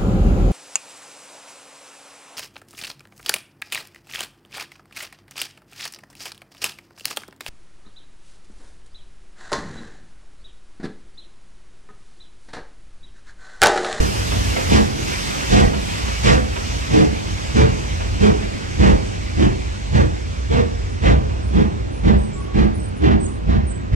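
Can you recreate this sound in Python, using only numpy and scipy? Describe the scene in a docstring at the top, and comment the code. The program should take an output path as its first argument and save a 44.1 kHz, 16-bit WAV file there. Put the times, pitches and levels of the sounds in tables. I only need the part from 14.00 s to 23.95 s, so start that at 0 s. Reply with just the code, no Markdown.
"""Steam locomotive leaving a station

The engine draws its carriages close past a listener low on the platform. Exhaust beats, turbulent
jets through the chimney, quicken as it moves away; leaking steam hisses by and fades behind the tender.
Wheels rumble, the running gear knocks, the first carriage's wheels squeak as steel slips on steel,
a spring groans, and the trees throw the beats back."""
import sys
import numpy as np
from scipy import signal
from scipy.fft import rfft, irfft, next_fast_len
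from scipy.io import wavfile
from scipy.ndimage import uniform_filter1d, minimum_filter1d

SR = 44100
rng = np.random.default_rng(int(sys.argv[2]) if len(sys.argv) > 2 else 0)


def to_wav(s):
    """Save 16-bit WAV."""
    ch = np.atleast_2d(s).T  # columns
    pcm = np.round(np.clip(ch, -1, 1) * 32767)  # PCM
    wavfile.write(sys.argv[1], SR, pcm.astype(np.int16))


N = 438794
TIME = np.arange(N) / SR
HZ = np.fft.rfftfreq(N, 1 / SR)


# Chimney blast spectrum: f/Hz, density/dB
BLAST_SPECTRUM = [(25, -17), (40, -5), (65, 2), (130, -1.5), (260, -10.5), (450, -10.5), (620, -15.5),
                  (900, -10), (1600, -19), (2100, -22), (3000, -28), (4200, -31.5), (6500, -34.5),
                  (9500, -39.5)]
# Chimney and smokebox resonances and dips: f/Hz, width/Hz, lift/dB
CHIMNEY_MODES = [(68.3, 4, 5), (156, 22, -1), (214.5, 41, 8.5), (268, 20, 0), (313, 13.8, 8.5),
                 (393, 37, 4), (1230, 70, -1), (1410, 170, -4)]
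# Exhaust beats: t/s, valve open/s, push/dB, thump/dB, bark/dB, rasp/dB,
# then f/Hz, lift/dB for each of four hollow notes (boom, low, middle, high)
EXHAUST_BEATS = [(-0.13, .14, -24.5, -21, -17, -25, 210, 3, 480, 10, 717, 22, 1230, 13),
                 (0.683, 0.11, -30, -17.5, -12, -24, 198, 5.5, 307, 6, 490, 8.5, 1180, 7),
                 (1.493, .14, -16, -17, -10, -22, 218, 3.5, 500, 7, 712, 4, 1240, 8),
                 (2.221, 0.13, -19.5, -19.5, -13, -21.5, 216, -2, 513, 7, 812, 5.5, 1765, 8.5),
                 (2.895, .15, -29.5, -20.5, -14.5, -29, 308.4, 8, 439, 7.5, 690, 13.5, 1644, 12.5),
                 (3.537, 0.1, -30.5, -14.5, -12.5, -23.5, 216, 5.5, 445, 10, 693, 9.5, 1247, 14.5),
                 (4.189, .11, -41, -21, -14, -26.5, 200, 8, 425, 12.5, 541, 9, 1300, 0),
                 (4.779, 0.14, -16, -20.5, -11.5, -24.5, 215.5, 9, 538, 7.5, 1030, 12, 1410, 12),
                 (5.357, .12, -22, -20, -15.5, -29.5, 221, 5.5, 300, 6, 398, 7.5, 1249, 3),
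                 (5.914, .12, -23, -14.5, -14, -28.5, 217, 0, 508, 6, 707, 11, 1460, 12),
                 (6.482, 0.15, -26.5, -23, -16.5, -30.5, 201, -2.5, 483, 12, 719, 5.5, 1250, 6.5),
                 (7.009, .13, -15, -21, -12, -26.5, 216, -4, 460, 2, 903, 11, 1690, 7),
                 (7.518, .12, -24, -25.5, -16.5, -32.5, 216, 9.5, 410, 9, 799, -9, 1860, 6),
                 (8.021, .12, -17, -24, -13.5, -30, 215.4, 9, 326, 8, 720, 3, 1270, 12.5),
                 (8.526, .13, -21.5, -25, -16, -30.5, 213, 10.5, 392, 6.5, 711, 10, 1715, 7.5),
                 (8.999, .15, -20.5, -23, -14, -30.5, 216, 5, 242, 5, 724, 7.5, 2100, 6.5),
                 (9.456, .13, -17, -19.5, -19, -35, 217, 6, 393, -3, 712, 1, 1190, 4),
                 (9.91, 0.11, -12, -15.5, -21, -32, 198, 4, 358, 0, 710, 23.5, 1230, 2)]

def exhaust():
    """Turbulent chimney jet: a thump leads, then hollow bark, crackling rasp, bite and a deep push."""
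    push_db, thump_db, bark_db, rasp_db = np.transpose(EXHAUST_BEATS)[2:6]
    modes_db = sum(db / (1 + (2 * (HZ - hz) / width_hz) ** 2) for hz, width_hz, db in CHIMNEY_MODES)
    colour = gain(spectrum_at(BLAST_SPECTRUM, HZ) + modes_db)
    # steadied so each beat's low push keeps its set strength
    push = steadied(noise(colour * band(32, 73)), amount=.55)
    thump = steadied(noise(colour * band(74.3, 150)), amount=.44)
    bark = bark_noise(colour)
    eddies = gain(1.14 * wander(130))
    rasp = unit_rms(noise(colour * band(1050, 1810)) * eddies)
    bite = unit_rms(noise(colour * band(1500, 4560)) * eddies)
    spray = unit_rms(noise(colour * band(2760, 7800)) * eddies)
    crack = unit_rms(noise(colour * band(1600, 3300)) * eddies ** 2)
    hard_beat = np.arange(len(EXHAUST_BEATS)) % 4 == 3  # once per wheel turn
    crack_db = np.where(hard_beat, rasp_db - 3.5, -120)
    push *= puffs(push_db, rise_s=.038, rise_power=.5, hold=1.11, sag_db=-3, t60_s=.35)
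    thump *= puffs(thump_db, rise_s=.044, rise_power=.99, hold=1.13, sag_db=.8, t60_s=.35, lead_s=.009)
    bark *= puffs(bark_db - 1.25, rise_s=.054, rise_power=1.16, hold=.9, sag_db=1.5, t60_s=.42)
    rasp *= puffs(rasp_db + 1, rise_s=.075, rise_power=1.13, hold=.71, sag_db=-1, t60_s=.39)
    bite *= puffs(rasp_db - 2, rise_s=.056, rise_power=1.2, hold=.85, sag_db=5.5, t60_s=.28)
    spray *= puffs(rasp_db - .5, rise_s=.054, rise_power=1, hold=.9, sag_db=8, t60_s=.078)
    crack *= puffs(crack_db, rise_s=.048, rise_power=2, hold=.48, sag_db=0, t60_s=.16)
    return push + thump + bark + rasp + bite + crack + spray * gain(-1.47 * TIME)


def bark_noise(colour):
    """Hollow middle of the blast; dulls as the chimney moves away."""
    jet = noise(colour * band(134, 775))
    low = filtered(jet, band(1, 300))
    upper = steadied(jet - low, amount=.55, samples=2200)
    return steadied(low, amount=1, samples=2200) + upper * gain(2 - .33 * TIME)


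def puffs(levels_db, rise_s, rise_power, hold, sag_db, t60_s, lead_s=0):
    """Beat envelopes: swell as the valve opens, sag for hold x its open time, die as it shuts."""
    power = np.zeros(N)
    for (beat_s, open_s, *_), db in zip(EXHAUST_BEATS, levels_db):
        start_s, held_s = beat_s - lead_s, hold * open_s
        active = (TIME > start_s) & (TIME < start_s + 1)
        t = TIME[active] - start_s
        swell = np.minimum(t / rise_s, 1) ** rise_power
        tilt_db = sag_db * (.5 - np.minimum(t / held_s, 1))
        decay_db = 60 * np.maximum(t - held_s, 0) / t60_s
        power[active] += (swell * gain(db + tilt_db - decay_db)) ** 2
    return np.sqrt(power)


def hollow_notes(blast, widths_hz=(18, 22, 24, 36), hold_s=.025, fade_s=.015):
    """Adds the ring between boiler, platform and bank: new notes each beat as the engine moves on."""
    start_s, open_s, *notes = np.array(EXHAUST_BEATS)[latest_row(EXHAUST_BEATS)].T
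    overrun_s = TIME - start_s - open_s - hold_s
    drive = blast / (1 + np.exp(np.clip(overrun_s / fade_s, -40, 40)))
    return blast + sum((gain(lift_db) - 1) * resonate(drive, hz, width_hz)
                       for hz, lift_db, width_hz in zip(notes[::2], notes[1::2], widths_hz))


def train_reflections(x, share=.35, max_delay_s=.022, paths=5):
    """Adds reflections off the moving train: new paths each beat comb the sound above the bass."""
    upper, out = filtered(x, band(300, 20000)), x.copy()
    for delays_s in rng.uniform(.0947, 1, (paths, len(EXHAUST_BEATS))) * max_delay_s:
        emitted_s = TIME - delays_s[latest_row(EXHAUST_BEATS)]
        out += share * np.array([np.interp(emitted_s, TIME, side) for side in upper])
    return out


# Leak passing and leaving: t/s, level at 4-7 kHz/dB
LEAK_LEVEL = [(0.15, -33), (1.3, -32.5), (3.3, -38.5), (5.2, -42), (6.85, -47), (7.88, -51), (9.8, -56)]
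# Spectra of the leak's hiss and top fizz: f/Hz, density/dB
HISS_SPECTRUM = [(150, -17), (500, 2.5), (800, 4), (1300, 2.5), (2200, 2.5), (3100, -3), (4000, -4.5),
                 (5500, -3), (7000, -6), (8400, -8.5), (10000, -15.5)]
FIZZ_SPECTRUM = [(7000, -30), (8500, -4), (9500, 0), (11000, -4), (13500, -8), (15200, -11)]

def steam_leak():
    """Steam sputters from under the cab; the top fizz is lost as it moves off."""
    steam = noise(gain(spectrum_at(HISS_SPECTRUM, HZ)), rms_band=band(3580, 7520))
    body = patchy(filtered(steam, band(100, 3300)), depth_db=2.1, bins=6, frames=9)
    edge = patchy(filtered(steam, band(3300, 8600)), depth_db=1.3, bins=10, frames=14)
    thinning_db = 3.4 * np.exp(-TIME / 2)  # while the jet faces the platform
    sputter_db = .5 * wander(25) + .6 * wander(200)
    body *= gain(sputter_db - thinning_db)
    fizz = noise(gain(spectrum_at(FIZZ_SPECTRUM, HZ)) * band(5800, 20000)) * gain(-8.5 - 2.6 * TIME)
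    flutter_db = .3 * wander(11)
    return (body + edge + fizz) * gain(timeline(LEAK_LEVEL) - leak_dip_db() + flutter_db)


def leak_dip_db(depth_db=5, delay_s=.24, width_s=.088, until_s=2.85):
    """While the engine is near, the leak slackens after each beat empties a cylinder."""
    dips = sum(np.exp(-((TIME - beat_s - delay_s) / width_s) ** 2)
               for beat_s, *_ in EXHAUST_BEATS if beat_s > 0)
    return depth_db * dips / (1 + (TIME / until_s) ** 10)


# Rolling train, loudest as wheels pass: t/s, rumble/dB, roar/dB
ROLLING_LEVELS = [(.15, -24, -27), (.42, -21.5, -26.5), (.95, -30, -28), (1.4, -35, -30), (2.1, -25, -32.5),
                  (3.8, -28.5, -30.5), (4.08, -20, -31.5), (4.55, -27.5, -30.5), (6.4, -25, -35),
                  (7.4, -23.5, -30.5), (8.3, -29, -32), (9.85, -28, -31.5)]
# Spectra of track rumble and wheel roar: f/Hz, density/dB
RUMBLE_SPECTRUM = [(10, -27), (25, -18), (40, -5.5), (58, 10), (72, 1.5), (95, 6.5), (130, -19),
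                   (200, -19.5), (400, -68)]
ROAR_SPECTRUM = [(70, 5.5), (150, 2), (230, 1), (430, -3.5), (620, -10), (1000, -13.8), (1600, -19),
                 (2600, -26), (4500, -34), (9000, -93)]

def rolling_wheels():
    """Heavy wheels shake the track and roar unevenly on the rails."""
    shake = noise(gain(spectrum_at(RUMBLE_SPECTRUM, HZ)))
    sprung = np.tanh(.3 * shake)  # springs even out the biggest surges
    rumble = unit_rms(filtered(sprung, band(12, 156))) * gain(timeline(ROLLING_LEVELS))
    roar = noise(gain(spectrum_at(ROAR_SPECTRUM, HZ)) * band(36, 8000), rms_band=band(200, 900))
    roar = patchy(roar, depth_db=1.8, bins=3, frames=20)
    roar_db = timeline(ROLLING_LEVELS, column=2) - 1.5 + .15 * wander(12.5)
    return rumble + roar * gain(roar_db)


# Steel frame resonances: f/Hz, width/Hz, level/dB
FRAME_MODES = [(230, 62, 1), (410, 47, 8), (543, 35, 8), (670, 32, 8.5), (950, 11, 11), (1220, 470, -0.5),
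               (2200, 1500, -16.5)]
# Running gear knocks: t/s, level/dB, strongest ring/Hz
GEAR_KNOCKS = [(0.312, -26, 1080), (0.559, -22.5, 520), (1.729, -27, 378), (2.075, -31, 860),
               (2.557, -29.5, 385), (4.001, -30, 950), (4.42, -36, 655), (7.29, -39, 960)]

def gear_knocks(rise_s=.009, t60_s=.29, clack_s=.022):
    """Slack in rods and couplings closes: a steel clack, then the frames rattle, most on one note."""
    frame_power = sum(gain(2 * db) / (1 + (2 * (HZ - hz) / width_hz) ** 2)
                      for hz, width_hz, db in FRAME_MODES)
    blows, contact = np.zeros((2, N))
    for start_s, db, _ in GEAR_KNOCKS:
        t = TIME - start_s
        blows += np.clip(t / rise_s, 0, 1) * gain(db - 60 * np.maximum(t, 0) / t60_s)
        contact += (t > 0) & (t < clack_s)
    rattle = gain(4.5) * noise(np.sqrt(frame_power) * band(130, 3700)) * blows
    clack = gain(-2.5) * noise(band(1300, 3200)) * blows * uniform_filter1d(contact, size=90)
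    ring_hz = np.array(GEAR_KNOCKS)[latest_row(GEAR_KNOCKS), 2]
    return clack + rattle + gain(-1) * resonate(rattle, ring_hz, width_hz=45)


# Carriage wheel squeaks: t/s, length/s, f/Hz, glide/share of f, level/dB, roughness/share of f
WHEEL_SQUEAKS = [(6.36, 0.069, 9000, -.011, -66, .008), (6.84, .08, 6760, 0, -58, .006),
                 (6.88, .09, 9200, .02, -63, .015), (7.42, .049, 8340, .04, -55, .012),
                 (7.445, .074, 9200, .014, -61, .01), (7.9, .12, 8900, 0, -54, 0.014),
                 (8.16, .15, 8280, -.015, -51, .009), (8.2, .09, 9200, .03, -70, .012),
                 (8.318, 0.082, 7600, 0.068, -47, 0.04), (8.372, 0.054, 8700, 0.074, -55, 0.018),
                 (8.418, .04, 9900, 0.21, -56, .008), (8.74, 0.032, 9150, .06, -48, .006),
                 (8.765, .028, 9400, .06, -48, .006), (8.79, 0.036, 8280, -0.0022, -46, 0.0054),
                 (8.822, 0.035, 9250, .05, -54, .008), (8.825, 0.048, 8300, 0, -48, .006),
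                 (8.85, .028, 9600, 0.091, -54, .006), (8.872, 0.031, 9300, .01, -57, .012),
                 (8.955, .052, 9050, .08, -51, .0045), (9.195, 0.052, 8270, -0.023, -44, 0.025),
                 (9.226, 0.046, 8100, .13, -35.5, .018), (9.254, 0.022, 6780, 0, -40, .005),
                 (9.262, 0.044, 8330, .01, -50, .01), (9.25, .15, 9140, -0.081, -55.5, .013),
                 (9.37, .035, 11150, 0, -65, .004), (9.666, 0.036, 8830, .025, -43, .016),
                 (9.69, 0.044, 7770, -0.0087, -36, .008), (9.708, .03, 8500, -.05, -53, .04),
                 (9.732, 0.056, 7940, .018, -48, .008)]

def wheel_squeaks():
    """Carriage wheels sing and squeak on the rail; the trees answer."""
    squeal = flange_squeal() + stick_slip(WHEEL_SQUEAKS)
    return gain(1.5) * squeal + gain(-9) * tree_echoes(squeal)


def stick_slip(rows):
    """Steel sticks and slips on steel: short, unsteady glides."""
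    out = np.zeros((2, N))
    jitter, grip = wander(650), gain(2.2 * wander(130))
    for start_s, length_s, centre_hz, glide, db, roughness in rows:
        at = np.flatnonzero((TIME > start_s) & (TIME < start_s + length_s))
        hz = centre_hz * (1 + glide * np.linspace(-.5, .5, len(at))) * (1 + roughness * jitter[at])
        envelope = gain(db) * grip[at] * signal.windows.tukey(len(at), .6)
        out[:, at] += np.sqrt(2) * sine_pair(hz) * envelope
    return out


# Flange contact: t/s, level/dB
FLANGE_LEVEL = [(4.3, -75), (5.2, -63), (6.5, -63), (7.6, -66), (8.3, -62), (9.3, -64), (9.9, -72)]
# Flange notes: f/Hz, level/dB
FLANGE_NOTES = [(8270, -5), (9080, 0)]

def flange_squeal(waver=.009, roughness=.012):
    """Thin, wavering squeal that catches and lets go as flanges touch the rail."""
    squeal = np.zeros((2, N))
    for centre_hz, db in FLANGE_NOTES:
        hz = centre_hz * (1 + waver * wander(12) + roughness * wander(650))
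        touch = np.clip(2 * (wander(6) - .5), 0, 1) * gain(2 * wander(60))
        squeal += gain(db) * touch * sine_pair(hz)
    return squeal * gain(timeline(FLANGE_LEVEL))


# Spring groans: t/s, length/s, level/dB
SPRING_GROANS = [(8.34, .105, -43.5), (8.47, .075, -44)]

def spring_groans(hz=1120, roughness=.012):
    """A carriage spring groans straight ahead, alike in both channels; the trees answer."""
    rows = [(start_s, length_s, hz, 0, db, roughness) for start_s, length_s, db in SPRING_GROANS]
    groan = stick_slip(rows)[:1]
    return groan + gain(-8) * tree_echoes(groan)


# Reverberation of the cutting and trees: f/Hz, T60/s
ECHO_DECAY = [(60, 0.5), (250, 0.96), (1000, 0.45), (3000, 0.18), (10000, 0.23)]

def tree_echoes(x, density=.05, predelay_s=.02):
    """Scattered echoes, each band dying at its own rate."""
    taps = rng.standard_normal((2, SR)) * (rng.random((2, SR)) < density) * (TIME[:SR] > predelay_s)
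    hz, t, spectra = signal.stft(taps, SR, nperseg=256)
    decay = gain(-60 * t / spectrum_at(ECHO_DECAY, hz)[:, None])
    tail = signal.istft(spectra * decay, SR, nperseg=256)[1]
    return signal.fftconvolve(x, tail / np.linalg.norm(tail[0]), axes=1)[:, :N]


# Phase between the two microphone ports: f/Hz, left lead/rad
STEREO_PHASE = [(10, 0), (60, -.4), (110, -.85), (150, -1.35), (200, -2), (300, -2.4), (450, -2.8),
                (800, -3), (1300, -3.05), (1800, -4.05), (2700, -6.1), (4200, -9.4), (6200, -14),
                (13500, -26.2)]
# Their coherence at spread 1: f/Hz, coherence/0-1
STEREO_COHERENCE = [(60, 0.99), (110, 0.98), (180, 0.93), (500, 0.87), (1300, 0.91), (2000, 0.83),
                    (3200, 0.85), (4300, 0.54), (8000, 0.041), (11000, 0.48)]
# Their balance: f/Hz, left minus right/dB
STEREO_BALANCE = [(60, -1.5), (150, 0), (205, -4), (300, -2), (1000, -2.5), (2800, -0.8), (4800, .5),
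                  (6300, -0.5), (8300, -5), (9500, -0.5), (14000, 0)]

def microphone_ports(pair, spread):
    """The left port hears each sound later and partly unlike the right; wide sources are less alike."""
    right, unrelated = rfft(pair)
    coherence = spectrum_at(STEREO_COHERENCE, HZ) ** spread
    left = coherence * right + np.sqrt(1 - coherence ** 2) * unrelated
    left *= np.exp(1j * spectrum_at(STEREO_PHASE, HZ))
    lean = gain(spectrum_at(STEREO_BALANCE, HZ) / 2)
    return irfft(np.array([left * lean, right / lean]), N)


def gain(db):
    """Decibels to amplitude."""
    return 10 ** (np.asarray(db) / 20)


def unit_rms(x):
    """Scales to rms 1."""
    return x / np.sqrt(np.mean(x ** 2) + 1e-20)


def spectrum_at(table, hz):
    """Interpolates a table on a log-frequency axis."""
    table_hz, values = np.transpose(table)
    return np.interp(np.log(hz + 1), np.log(table_hz + 1), values)


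def timeline(table, column=1):
    """Interpolates one column of a time table at every sample."""
    columns = np.transpose(table)
    return np.interp(TIME, columns[0], columns[column])


def latest_row(events):
    """Index of the latest event at every sample."""
    return np.maximum(np.searchsorted(np.array(events)[:, 0], TIME) - 1, 0)


def band(lo_hz, hi_hz):
    """Gain of a steep band-pass."""
    return 1 / np.sqrt((1 + (lo_hz / (HZ + 1)) ** 12) * (1 + (HZ / hi_hz) ** 12))


def filtered(x, response):
    """Zero-phase filter."""
    return irfft(rfft(x) * response, N)


def resonate(x, hz, width_hz):
    """Unity-gain resonance following the curve hz."""
    carrier = np.exp(2j * np.pi * np.cumsum(hz) / SR)
    pole = np.exp(-np.pi * width_hz / SR)
    return 2 * (carrier * signal.lfilter([1 - pole], [1, -pole], x / carrier)).real


def sine_pair(hz):
    """Two sines of random phase following the curve hz."""
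    return np.sin(2 * np.pi * (np.cumsum(hz) / SR + rng.random((2, 1))))


def white_spectra(channels):
    """One white noise spectrum per channel."""
    return rng.standard_normal((channels, len(HZ))) + 1j * rng.standard_normal((channels, len(HZ)))


def noise(colour, rms_band=1):
    """Two independent noises of one colour, rms 1 within rms_band."""
    spectra = white_spectra(2) * colour
    return irfft(spectra, N) / np.sqrt(np.mean(abs(spectra * rms_band) ** 2) / N)


def wander(rate_hz):
    """Smooth random curve, rms 1, up to about rate_hz."""
    return unit_rms(irfft(white_spectra(1)[0] * np.exp(-(HZ / rate_hz) ** 2), N))


def steadied(x, amount, samples=1):
    """Evens out the random swells of a narrow noise; amount 0-1."""
    envelope = uniform_filter1d(abs(signal.hilbert(x, next_fast_len(N))[:, :N]), samples)
    return x.std() * unit_rms(x / (envelope + .2 * envelope.mean()) ** amount)


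def patchy(x, depth_db, bins, frames):
    """Lifts and drops random patches of the spectrogram, as eddies do."""
    spectra = signal.stft(x, nperseg=1024, noverlap=768)[2]
    patches = uniform_filter1d(rng.standard_normal(spectra.shape[1:]), bins, axis=0)
    patches = unit_rms(uniform_filter1d(patches, frames, axis=1))
    return signal.istft(spectra * gain(depth_db * patches), nperseg=1024, noverlap=768)[1][:, :N]


def scene():
    """The far chimney; steam, wheels and a spring close by."""
    beats = train_reflections(hollow_notes(exhaust()))
    squeaks = wheel_squeaks()
    far = beats + gain(-20) * tree_echoes(beats)
    near = steam_leak() + rolling_wheels() + gear_knocks() + squeaks
    return microphone_ports(far, spread=1) + microphone_ports(near, spread=2.4) + spring_groans()


def record(dry):
    """Fast peak limiter, brief end fades, low-pass."""
    ceiling, cutoff_hz = .95, 15200
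    safe_gain = np.minimum(ceiling / (abs(dry).max(axis=0) + 1e-9), 1)
    limited = dry * uniform_filter1d(minimum_filter1d(safe_gain, size=600), size=500)
    faded = limited * signal.windows.tukey(N, .0006)
    lowpass = signal.firwin(511, cutoff_hz, window=("kaiser", 9), fs=SR)
    return signal.oaconvolve(faded, lowpass[None], "same")


dry = scene()
out = record(dry)
to_wav(out)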